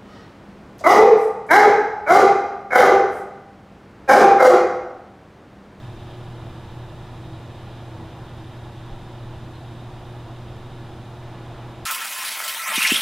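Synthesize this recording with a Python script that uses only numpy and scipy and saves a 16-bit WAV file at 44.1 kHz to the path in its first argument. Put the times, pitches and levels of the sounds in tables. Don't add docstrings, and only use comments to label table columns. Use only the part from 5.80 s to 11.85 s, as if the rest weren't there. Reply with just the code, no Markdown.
import sys
import numpy as np
from scipy import signal
from scipy.fft import rfft, irfft, next_fast_len
from scipy.io import wavfile
from scipy.ndimage import uniform_filter1d, map_coordinates

SR = 44100
rng = np.random.default_rng(int(sys.argv[2]) if len(sys.argv) > 2 else 0)


def how_loud(loudness_db):
    steps = np.asarray(loudness_db, float) / 20
    return 10 ** steps


def unload_wav(signal):
    wavfile.write(
        sys.argv[1],
        SR,
        np.round(np.clip(np.atleast_2d(signal).T, -1, 1) * 32767).astype(np.int16),
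    )


N = 266937
T = np.arange(N) / SR
MAINS_HZ = 59.977


def unit(x):
    return x / np.sqrt(np.mean(x ** 2, axis=-1, keepdims=True) + 1e-20)


def wobble(rate_hz):
    return map_coordinates(rng.standard_normal(N // 100), [T * rate_hz])


def swell(time_s, level_db, half_s):
    return level_db * np.exp(-0.5 * ((T - time_s) / half_s) ** 2)


def noise(gain, channels=1):
    m = next_fast_len(N)
    white = rfft(rng.standard_normal((channels, m)))
    return unit(irfft(white * gain(np.fft.rfftfreq(m, 1 / SR)), m)[:, :N])


def slope(points):
    hz, db = np.transpose(points)
    return lambda f: how_loud(np.interp(np.log(f + 1), np.log(hz + 1), db, left=-120, right=-120))


def transformer():
    # mains_multiple, rms_db
    core_partials = [(2, -40), (3, -60), (6, -51), (10, -62), (14, -71), (16, -70), (18, -73)]
    # mains_multiple, rms_db
    buzz_partials = [(32, -74), (33, -78), (38, -81), (40, -76), (41, -70.5), (42, -77), (44, -76),
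                     (48, -78), (49, -78), (52, -79), (54, -76), (55, -75), (56, -77), (58, -78), (60, -78),
                     (63, -71), (65, -74), (69, -76), (71, -84), (75, -81), (45, -80), (61, -79), (62, -79),
                     (79, -83), (87, -87), (98, -90)]
    # time_s, level_db
    hum_swell = [
        (0, 0.5),
        (.47, 2.5),
        (.9, 0),
        (2.2, -0.9),
        (3, -1.2),
        (3.3, 0),
        (4.7, 1),
        (6.05, 0),
    ]
    cycle = 2 * np.pi * MAINS_HZ * T

    def partial(multiple):
        return np.sqrt(2) * np.sin(multiple * cycle + rng.uniform(0, 2 * np.pi))

    core = sum(how_loud(db + 0.26 * wobble(2.83)) * partial(k) for k, db in core_partials)
    buzz = sum(how_loud(db + 1.3 * wobble(1.7)) * partial(k) for k, db in buzz_partials)
    swell_s, swell_db = np.transpose(hum_swell)
    return how_loud(np.interp(T, swell_s, swell_db)) * core + buzz


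def fan_blades():
    # time_s, rise_db
    surges = [(.25, 6), (.66, 11.5), (1.08, 7), (1.5, 11), (1.85, 7), (2.22, 10.5), (2.62, 7), (3.0, 9.5),
              (3.72, 8), (4.5, 9), (5.1, 10), (5.82, 9.5)]
    blade_hz, rest_db, surge_half_s = 322.5, -58, 0.11
    level_db = rest_db + sum(swell(s, db, surge_half_s) for s, db in surges)
    phase = 2 * np.pi * blade_hz * T + 0.48 * wobble(4.61)
    uneven = how_loud(-4.5) * np.sin(phase / 2) + how_loud(-14.0) * np.sin(3 * phase / 2)
    return np.sqrt(2) * how_loud(level_db + 1.27 * wobble(14)) * (np.sin(phase) + uneven)


def cavity_boom():
    # frequency_hz, density_db (per Hz)
    boom_spectrum = [(10, 5), (24, -1.5), (38, -3.5), (75, -3), (95, 3.5), (118, 1), (145, 0), (175, -8.5),
                     (225, -5), (265, -9), (300, -11), (330, -5), (365, -15), (520, -48)]
    return how_loud(-40) * noise(slope(boom_spectrum))[0]


def air_rush():
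    # frequency_hz, density_db (per Hz)
    rush_spectrum = [(150, -32), (380, -1.5), (520, -1.5), (680, 0.5), (850, 0), (1050, -3.5), (1350, -8),
                     (1650, -11), (2200, -16), (4000, -24), (7000, -38), (12000, -51), (16500, -58.5)]
    # time_s, rise_db, half_length_s
    traffic = [
        (2.0, 1, 0.25),
        (5.68, 2.5, 0.21),
    ]
    level_db = -45.5 + sum(swell(*car) for car in traffic)
    return how_loud(level_db + 0.36 * wobble(12)) * noise(slope(rush_spectrum))[0]


def casing():
    # centre_hz, width_hz, level_db
    resonances = [(663, 41, 10), (787, 29, 6.5), (838, 25, 5.5), (970, 42, 5.5), (1356, 41, 2.5), (1432, 40, 5),
                  (1720, 69, 6), (1775, 40, -1), (2060, 90, -4.5), (2380, 50, 0.5), (2620, 40, 1.5),
                  (2770, 82, 0.5), (2896, 61, -0.5), (2944, 48, 1), (3066, 90, 1.5), (3195, 47, 3),
                  (3300, 46, -1), (3410, 85, 2), (3500, 72, -1.5), (3622, 62, 3), (3720, 102, 3.5),
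                  (3890, 35, -8), (3973, 43, 0), (4050, 48, -1.5), (4200, 48, -9), (4450, 70, -9.5),
                  (4760, 90, -7.5), (4950, 80, -6), (5133, 43, -6.5), (5390, 26, -16)]
    # time_s, change_db
    shudders = [
        (.35, 3),
        (1.4, -2),
        (1.9, 3),
        (2.15, -2),
        (5.3, -3),
    ]
    # time_s, peak_db, pitch_hz, length_s
    ping = (3.73, -55, 4097, .055)

    def modes(f):
        power = sum(how_loud(2 * db) / (1 + (2 * (f - centre) / width) ** 2) ** 2 for centre, width, db in resonances)
        return np.sqrt(power)

    pulls = how_loud(0.96 * np.sin(4 * np.pi * MAINS_HZ * T))
    tremor = wobble(20)
    tremor = tremor - uniform_filter1d(tremor, size=SR // 8)
    shake = how_loud(1.2 * tremor)
    shudder_half_s = 0.059
    level_db = -54.8 + 0.25 * wobble(4.1) + sum(swell(s, db, shudder_half_s) for s, db in shudders)
    rattle = how_loud(level_db) * shake * pulls * noise(modes)[0]

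    start_s, peak_db, pitch_hz, length_s = ping
    progress = np.clip((T - start_s) / length_s, 0, 1)
    return rattle + how_loud(peak_db) * np.sin(np.pi * progress) * np.sin(2 * np.pi * pitch_hz * T)


def bump():
    # start_s, peak_db, pitch_hz, t60_s
    push = (3.119, -26, 21, .24)
    start_s, peak_db, pitch_hz, t60_s = push
    t = np.clip(T - start_s, 0, None)
    onset = 1 - np.exp(-t / 0.001)
    return -how_loud(peak_db - 60 * t / t60_s) * onset * np.cos(2 * np.pi * pitch_hz * t)


def microphone_hiss():
    # frequency_hz, density_db (per Hz)
    hiss_spectrum = [(20, -0.5), (300, -14.5), (1000, -19), (1500, -22.5), (4000, -23), (7000, -27),
                     (10500, -31.5), (16000, -39.5)]
    own = how_loud(-58.0) * noise(slope(hiss_spectrum), channels=2)
    shared = how_loud(-59.5) * noise(slope(hiss_spectrum))
    return own + shared


def scene():
    fan = fan_blades() + cavity_boom() + air_rush()
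    oven = transformer() + fan + casing() + bump()
    return oven * how_loud([[-0.3], [0.3]])


def low_pass(x):
    return signal.sosfilt(signal.butter(12, 15870, fs=SR, output="sos"), x)


def record(dry):
    m = next_fast_len(N)
    passed = np.fft.rfftfreq(m, 1 / SR) < 15730
    mix = irfft(rfft(dry + microphone_hiss(), m) * passed, m)[:, :N]
    return low_pass(mix)


dry = scene()
out = record(dry)
unload_wav(out)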